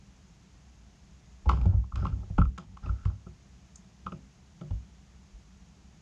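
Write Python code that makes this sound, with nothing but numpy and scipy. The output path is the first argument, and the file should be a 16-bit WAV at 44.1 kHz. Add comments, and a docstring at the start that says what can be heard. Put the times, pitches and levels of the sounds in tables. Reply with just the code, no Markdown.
"""At a workbench in a small, quiet room, a flat piece of horn is shifted on a padded rest and a steel
graver is set against it, close by. Each impact ticks at the point and excites the damped modes of
horn and rest; stick-slip friction makes the horn rub and the point scrape. The hands bump the bench,
whose low modes thud. Later the point clicks only now and then. Mains hum and soft hiss lie beneath."""
import sys
import numpy as np
from scipy import signal
from scipy.fft import rfft, irfft, next_fast_len
from scipy.io import wavfile
from scipy.ndimage import uniform_filter1d

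SR = 44100
rng = np.random.default_rng(int(sys.argv[2]) if len(sys.argv) > 2 else 0)


def transcribe(u):
    """Save the signal u as a 16-bit wav file named by the first command-line argument.

    u: samples, shape (n,) or (channels, n), limited to [-1, 1]; the rate is SR.
    q: integer samples, one column per channel.
    """
    v = np.clip(np.atleast_2d(u).T, -1, 1)
    q = np.round(v * 32767).astype(np.int16)
    wavfile.write(sys.argv[1], SR, q)


N = 265129

# Spectra of the low room noise and the hiss. Each row: frequency in Hz, relative density in dB.
AIR_SPECTRUM = [(12, -64), (20, -41), (27, -17), (43, -10), (64, 1.5), (87, -12), (197, -8.5), (235, -19.5),
                (468, -28), (559, -31.5), (680, -27), (1000, -30)]
HISS_SPECTRUM = [(700, -30), (1100, -3), (1700, 0), (2700, -.5), (4200, -3.5), (6750, 0), (8200, -14),
                 (10000, -19), (12500, -26), (19100, -85)]
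# Mains hum and a faint drone. Each row: frequency in Hz, rms level in dB.
HUM_TONES = [(59.8, -64.5), (194, -68)]
# Reverberation of the room. Each row: frequency in Hz, time to fall 60 dB (T60) in seconds.
ROOM_DECAY = [(100, 0.48), (500, 0.28), (1200, 0.11), (3000, 0.2), (8000, 0.081)]
# Response of the microphone. Each row: frequency in Hz, gain in dB.
MIC_RESPONSE = [(10, -36.5), (22, -14.5), (36, 6), (60, 3.5), (6800, 1), (8200, -8), (12000, -24)]
# Low modes of the bench top, hollow modes of the padded rest on it, and modes of the flat horn.
# Each row: frequency in Hz, relative level in dB, T60 in seconds at a decay scale of 1.
BENCH_MODES = [(37.7, -16.5, 0.12), (50, -5.5, 0.14), (64.65, 9, 0.25), (83.8, 0.5, 0.15), (102.6, 3, .28),
               (138, -9.5, 0.25), (187.8, -3.5, 0.14), (277, -13, .23)]
REST_MODES = [(147.7, 0.5, 0.1), (188.8, 2.5, .18), (265.8, -7.5, 0.15), (348, -3, 0.046),
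              (362.7, -4.5, 0.099), (413, -14.5, 0.26), (507, -8, 0.055), (550.6, -15.5, 0.2),
              (608.6, -10, 0.067), (659.3, -14, .13), (813, -9.5, .06)]
HORN_MODES = [(846, 9, .045), (972, 5, .02), (1050, 6, .04), (1130, 3, .042), (1231, 3.5, .055),
              (1331, 10.5, .036), (1388, 8, .027), (1460, 2, .03), (2420, -14, .07), (2640, -16, .04),
              (2960, -11, .045), (3200, -15, .05)]
# How the horn radiates ticks and grit. Each row: frequency in Hz, gain in dB.
HORN_RADIATION = [(700, -1), (1400, 11.5), (1850, -7), (2150, -3.5), (2550, -6), (3000, -7), (3900, -10),
                  (4600, -8), (5080, -4), (5600, -8.5), (6900, -1), (10000, -2.5)]
# Heavier blows of the hands. Each row: start in seconds, relative level in dB, frequency in Hz,
# cycles until the envelope peaks.
HAND_BLOWS = [(1.464, -17.5, 66.6, 1.36), (1.527, -29, 71, 1), (1.592, -24, 91.6, 0.84),
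              (1.622, -22.5, 62.5, .7), (1.659, -15, 86.8, 1.03), (1.683, -21.5, 98.6, 0.8),
              (1.742, -13.5, 81.7, .65), (1.775, -23.5, 64.7, 0.95), (1.935, -29.5, 64.8, 0.5),
              (1.966, -26, 79.3, 0.73), (2.014, -22, 99.3, .9), (2.128, -24, 75, .6),
              (2.304, -28.5, 95.5, .6), (2.385, -16.5, 62, 0.72), (2.387, -12, 188, .8),
              (2.411, -15, 61.6, 0.5), (2.453, -26.5, 45.8, 0.8), (2.838, -33.5, 63.8, 0.66),
              (2.895, -23, 68.4, 0.77), (3.056, -19, 95.3, 0.65), (3.092, -32.5, 93, 0.49),
              (3.266, -39, 113, 0.51), (4.06, -40.5, 100, 0.46), (4.126, -40.5, 189, 0.58),
              (4.613, -48, 171, 0.75), (4.708, -26.5, 89.5, 0.73), (4.728, -29.5, 61, 0.87),
              (5.335, -47, 50.5, 0.72)]
# The horn shifted on its rest, and the point drawn over the horn.
# Each row: start in seconds, duration in seconds, relative effort in dB.
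HORN_SHIFTS = [(1.481, 0.27, -0.5), (1.94, 0.11, -3), (2.13, 0.1, -11), (2.372, 0.025, -1),
               (2.64, 0.1, -19), (2.82, 0.084, -5), (3.05, 0.035, -7)]
POINT_DRAGS = [(1.5, .05, -5), (1.58, 0.15, -11.5), (1.965, 0.092, -3), (2.822, 0.056, -5),
               (2.9, 0.2, -13.5)]
# A tiny dry snap at the very tip. Each row: start in seconds, relative level in dB,
# centre frequency in Hz, half-width in octaves.
TIP_SNAPS = [(3.757, -36, 6600, 0.3)]
# Contacts of graver and horn. Each row: start in seconds, relative levels in dB of ring, knock and
# tick, half-width of the tick in octaves, favoured ring frequency in Hz, decay scale.
CONTACTS = [(1.4577, -38.5, -35, -48.5, 0.33, 860, 3.9), (1.4918, -13.5, -30, -21.5, 0.27, 1130, 1.3),
            (1.4979, -21.5, -47.5, -33.5, 0.31, 1054, 1.5), (1.512, -26, -37, -34.5, .35, 1060, 0.61),
            (1.531, -28.5, -34, -49.5, .4, 1030, 0.58), (1.5704, -37.5, -51.5, -44, 0.36, 1070, 1.1),
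            (1.613, -48.5, -47, -39, 0.55, 1120, 1), (1.656, -38.5, -25.5, -43, 0.51, 820, 1.2),
            (1.736, -47.5, -33.5, -67, 0.34, 874, 0.89), (1.838, -46, -55.5, -72.5, 0.53, 1018, 0.79),
            (1.9195, -35.5, -57.5, -68, 0.37, 1184, 1.1), (1.9562, -36.5, -42, -32, 0.52, 1150, 2.9),
            (2.0235, -40, -31.5, -51, 0.62, 1365, 1), (2.0504, -24, -31, -38, .35, 1102, 1),
            (2.066, -32.5, -43, -37, 0.36, 1214, 1.1), (2.1225, -47, -46, -69, .4, 1370, 1.4),
            (2.23, -55.5, -43.5, -77, .4, 1260, 0.97), (2.3, -59, -42, -76, .4, 890, 0.65),
            (2.3805, -25.5, -43, -37, 0.4, 1450, 1.9), (2.383, -24, -22.5, -39, 0.45, 980, 0.62),
            (2.398, -41, -33.5, -42, .25, 1334, .5), (2.416, -20.5, -52, -56, .2, 1342, 0.88),
            (2.4515, -35, -49, -44, 0.48, 1250, 1.1), (2.5779, -39, -51.5, -34.5, 1.12, 1160, 0.72),
            (2.5816, -34, -37.5, -33, 0.43, 1247, 1.2), (2.77, -40, -58, -44.5, 0.76, 1110, .6),
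            (2.8594, -40.5, -37.5, -39.5, 0.15, 1200, 1.2), (2.8902, -34, -44.5, -53, .25, 1384, 1.4),
            (3.053, -38, -38.5, -39, 0.67, 1130, 1.8), (3.096, -48, -50.5, -77, 0.56, 1120, 2),
            (3.265, -49.5, -42, -73, .4, 1300, 1.2), (4.0639, -27, -41.5, -38.5, 0.27, 1206, 1.48),
            (4.1205, -38.5, -34.5, -41, 0.33, 1260, 1), (4.611, -47.5, -37, -45.5, 0.62, 1290, 1.84),
            (4.707, -51, -39, -48.5, 0.45, 990, 0.89)]


def amp(db):
    """Amplitude ratio of a level in decibels."""
    return 10 ** (np.asarray(db) / 20)


def unit_rms(x):
    """Normalisation to an rms of 1."""
    return x / np.sqrt(np.mean(x ** 2) + 1e-20)


def unit_peak(x):
    """Normalisation to a peak of 1."""
    return x / (abs(x).max() + 1e-20)


def value_at(curve, hz):
    """Interpolation on a logarithmic frequency axis."""
    curve_hz, values = np.transpose(curve)
    return np.interp(np.log(hz + 1), np.log(curve_hz + 1), values)


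def colour(x, curve):
    """Linear filtering: the spectrum is multiplied by a curve of (Hz, dB) points."""
    size = next_fast_len(len(x) + 4096)
    gain = amp(value_at(curve, np.fft.rfftfreq(size, 1 / SR)))
    return irfft(rfft(x, size) * gain, size)[:len(x)]


def add(mix, start, sound):
    """Superposition: a sound joins the mix at a start time in seconds."""
    part = mix[round(start * SR):][:len(sound)]
    part += sound[:len(part)]


def ring(modes, decay_scale=1):
    """Free vibration of damped modes; neighbours start in antiphase, so the sum takes time to build."""
    t = np.arange(0, decay_scale * max(t60 for _, _, t60 in modes), 1 / SR)
    return sum((-1) ** k * amp(db - 60 * t / (t60 * decay_scale)) * np.sin(2 * np.pi * hz * t)
               for k, (hz, db, t60) in enumerate(modes))


def tick(centre_hz, octaves, snap_s=0.0036, crumble_s=0.007, crumble_db=-15):
    """A band-limited transient of unit energy: noise snaps and crumbles away within milliseconds."""
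    t, hz = np.arange(2048) / SR, np.fft.rfftfreq(2048, 1 / SR)
    band = 1 / (1 + (np.log2((hz + 1) / centre_hz) / octaves) ** 2)
    grit = unit_rms(irfft(band * np.exp(2j * np.pi * rng.random(len(hz)))))
    envelope = unit_peak(t * np.exp(-2 * t / snap_s)) + amp(crumble_db) * np.exp(-t / crumble_s)
    snap = grit * envelope
    return snap / np.linalg.norm(snap)


def background(air_db=-56, hiss_db=-68.3, waver_rad=0.24):
    """Stationary room noise and hiss, with hum tones that waver by slow phase modulation."""
    t = np.arange(N) / SR
    low_noise = signal.sosfilt(signal.butter(4, 1200, fs=SR, output="sos"), rng.standard_normal(N))
    out = amp(air_db) * unit_rms(colour(low_noise, AIR_SPECTRUM))
    out += amp(hiss_db) * unit_rms(colour(rng.standard_normal(N), HISS_SPECTRUM))
    mains_hz = HUM_TONES[0][0]
    for hz, db in HUM_TONES:
        drift = np.interp(t, np.linspace(0, t[-1], 40), rng.standard_normal(40))
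        phase = 2 * np.pi * hz * t + waver_rad * drift * hz / mains_hz
        out += amp(db) * np.sqrt(2) * np.sin(phase)
    return out


def sizzle(per_s=28, level_db=-54, spread_db=3, jitter=0.24):
    """A jittered pulse train: faint, thin ticking runs unevenly through the hiss."""
    out = np.zeros(N)
    for k, (late, size) in enumerate(rng.standard_normal((int(N / SR * per_s), 2))):
        start = abs(k + jitter * late) / per_s
        add(out, start, amp(level_db + spread_db * size) * tick(centre_hz=6550, octaves=0.09))
    return out


def reverberation(x, gap_s=0.012):
    """Diffuse reflections form a short tail, each band decaying exponentially at its own rate."""
    noise = rng.standard_normal(SR // 2) * (np.arange(SR // 2) > gap_s * SR)
    hz, t, bands = signal.stft(noise, SR, nperseg=256)
    decay = amp(-60 * t / value_at(ROOM_DECAY, hz)[:, None])
    tail = signal.istft(bands * decay, SR, nperseg=256)[1]
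    wet = signal.fftconvolve(x, tail / np.linalg.norm(tail))[:N]
    return colour(wet, [(100, -6.5), (400, -16.5), (1200, -20.5), (3000, -12.5), (8000, -8)])


def effort(moves, rise_s=0.016, fall_db_per_s=214):
    """Envelope of the driving force: each move rises linearly, holds and decays exponentially."""
    t = np.arange(N) / SR
    envelope = np.zeros(N)
    for start, duration, db in moves:
        rise = np.clip((t - start) / rise_s, 0, 1)
        fall_db = fall_db_per_s * np.maximum(t - start - duration, 0)
        envelope = np.maximum(envelope, rise * amp(db - fall_db))
    return envelope


def judder(per_s=50, level_db=-29, spread_db=1.5, centre_hz=83.5, cycles=0.61, jitter=0.35):
    """Irregular forcing: small pushes of the hands follow the shifting effort, in rows like HAND_BLOWS."""
    late, size, pitch = rng.uniform(-0.5, 1, (int(N / SR * per_s) - 1, 3)).T
    starts = (np.arange(len(late)) + 0.5 + jitter * late) / per_s
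    effort_db = 20 * np.log10(effort(HORN_SHIFTS)[(starts * SR).astype(int)] + 1e-9)
    levels = level_db + effort_db + spread_db * size
    pitches = centre_hz * 2 ** (0.16 * pitch)
    return [(start, db, hz, cycles) for start, db, hz in zip(starts, levels, pitches) if db > -60]


def hand_bumps(boom_db=-5):
    """Forced vibration: a padded push swings briefly and drives the low modes of the bench."""
    out, t = np.zeros(N), np.arange(SR // 2) / SR
    bench = ring(BENCH_MODES)
    for start, db, hz, cycles in list(HAND_BLOWS) + judder():
        age = t * hz / cycles  # 1 at the peak of the envelope
        push = unit_peak(age ** 2 * np.exp(-2 * age) * np.sin(2 * np.pi * hz * t))
        boom = unit_peak(signal.fftconvolve(push, bench)[:len(t)])
        add(out, start, amp(db) * (push + amp(boom_db) * boom))
    return out


def rest_knock(decay_scale, spread_db=3.5):
    """Impulse response of the rest: each place of contact weights its modes a little differently."""
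    modes = [(hz, db + spread_db * rng.standard_normal(), t60) for hz, db, t60 in REST_MODES]
    return unit_peak(ring(modes, decay_scale))


def horn_ring(centre_hz, decay_scale, db_per_octave=38, max_cut_db=22):
    """Selective excitation: the place of contact favours modes near one pitch; the grip damps them."""
    modes = [(hz, db - min(db_per_octave * abs(np.log2(hz / centre_hz)), max_cut_db), t60)
             for hz, db, t60 in HORN_MODES]
    return unit_peak(ring(modes, decay_scale))


def stick_slip(per_s, spread_db):
    """Stick-slip friction as a Poisson train of impulses of uneven size."""
    slips = (rng.random(N) < per_s / SR) * rng.choice([-1, 1], N)
    return slips * amp(spread_db * np.minimum(rng.exponential(1, N), 4))


def skid(offset_db=-31, firm_db=-26, growth=1.24, duration_s=0.25, fall_db_per_s=236.5):
    """Envelope of the point skidding after a tick: a power law of the tick's strength, soon decaying."""
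    out, t = np.zeros(N), np.arange(0, duration_s, 1 / SR)
    for start, _, _, tick_db, *_ in CONTACTS:
        onset_db = firm_db + growth * (tick_db - firm_db) + offset_db
        add(out, start, amp(onset_db - fall_db_per_s * t))
    return out


def horn_rubbing(horn_db=-70.5, rest_db=-48, skid_db=7, decay_scale=0.25):
    """Sliding friction drives the modes of horn and rest; the skidding point adds to the horn's share."""
    slips = stick_slip(per_s=600, spread_db=3.5)
    moving = effort(HORN_SHIFTS)
    horn = unit_rms(signal.oaconvolve(slips, ring(HORN_MODES, decay_scale))[:N])
    rest = unit_rms(signal.oaconvolve(slips, ring(REST_MODES, decay_scale))[:N])
    return (amp(horn_db) * moving + amp(skid_db) * skid()) * horn + amp(rest_db) * moving * rest


def graver_scraping(grit_db=-63.5, sing_db=-53, drag_squeak_db=-9, skid_squeak_db=-20):
    """Stick-slip chatter of the steel point gives dry grit and a thin squeak, and the horn resonates."""
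    slips = stick_slip(per_s=3000, spread_db=2.5)
    radiated = colour(slips, HORN_RADIATION)
    grit = unit_rms(colour(radiated, [(900, -17.5), (2700, -3.5), (4000, -6.5), (8000, -20.5)]))
    squeak = unit_rms(signal.lfilter(*signal.iirpeak(5060, Q=14, fs=SR), slips))
    sing = unit_rms(signal.oaconvolve(slips, horn_ring(centre_hz=1450, decay_scale=0.69))[:N])
    dragging = amp(grit_db) * (grit + amp(drag_squeak_db) * squeak) + amp(sing_db) * sing
    skidding = grit + amp(skid_squeak_db) * squeak
    return effort(POINT_DRAGS) * dragging + skid() * skidding


def graver_taps(ring_gain_db=1, knock_gain_db=2, tick_gain_db=16, tick_hz=2740):
    """Impact excitation: each contact ticks at the point, rings the horn and knocks on the rest."""
    rings, knocks, ticks = np.zeros((3, N))
    for start, ring_db, knock_db, tick_db, octaves, ring_hz, decay_scale in CONTACTS:
        add(rings, start, amp(ring_db + ring_gain_db) * horn_ring(ring_hz, decay_scale))
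        add(knocks, start, amp(knock_db + knock_gain_db) * rest_knock(decay_scale))
        add(ticks, start, amp(tick_db + tick_gain_db) * tick(tick_hz, octaves))
    for start, db, hz, octaves in TIP_SNAPS:
        add(ticks, start, amp(db + tick_gain_db) * tick(hz, octaves))
    # the padding takes the edge off the knocks
    padded = signal.sosfilt(signal.butter(2, 1100, fs=SR, output="sos"), knocks)
    # the horn radiates little between its two groups of modes
    body = signal.lfilter(*signal.iirnotch(1830, Q=3, fs=SR), rings + padded)
    return body + colour(ticks, HORN_RADIATION)


def scene():
    """Superposition at one close microphone: contacts, their reverberation, thuds and background."""
    contacts = graver_taps() + horn_rubbing() + graver_scraping()
    handling = colour(contacts + reverberation(contacts) + hand_bumps(), MIC_RESPONSE)
    return (handling + background() + sizzle())[None]


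def record(dry, threshold_db=-27, share=0.3, recovery_db_per_s=22, cutoff_hz=12700):
    """Automatic gain control ducks the sound at loud thuds and recovers slowly; a low-pass follows."""
    power_db = 10 * np.log10(abs(uniform_filter1d(dry[0] ** 2, size=600)) + 1e-12)
    recovery_db = np.arange(N) * recovery_db_per_s / SR
    held_db = np.maximum.accumulate(power_db + recovery_db) - recovery_db
    excess_db = np.maximum(held_db - threshold_db, 0)
    cut_db = share * signal.lfilter([0.001], [1, -0.999], excess_db)  # smoothed over about 23 ms
    low_pass = signal.firwin(511, cutoff_hz, window=("kaiser", 9), fs=SR)
    return signal.oaconvolve(dry / amp(cut_db), low_pass[None], "same")


dry = scene()
out = record(dry)
transcribe(out)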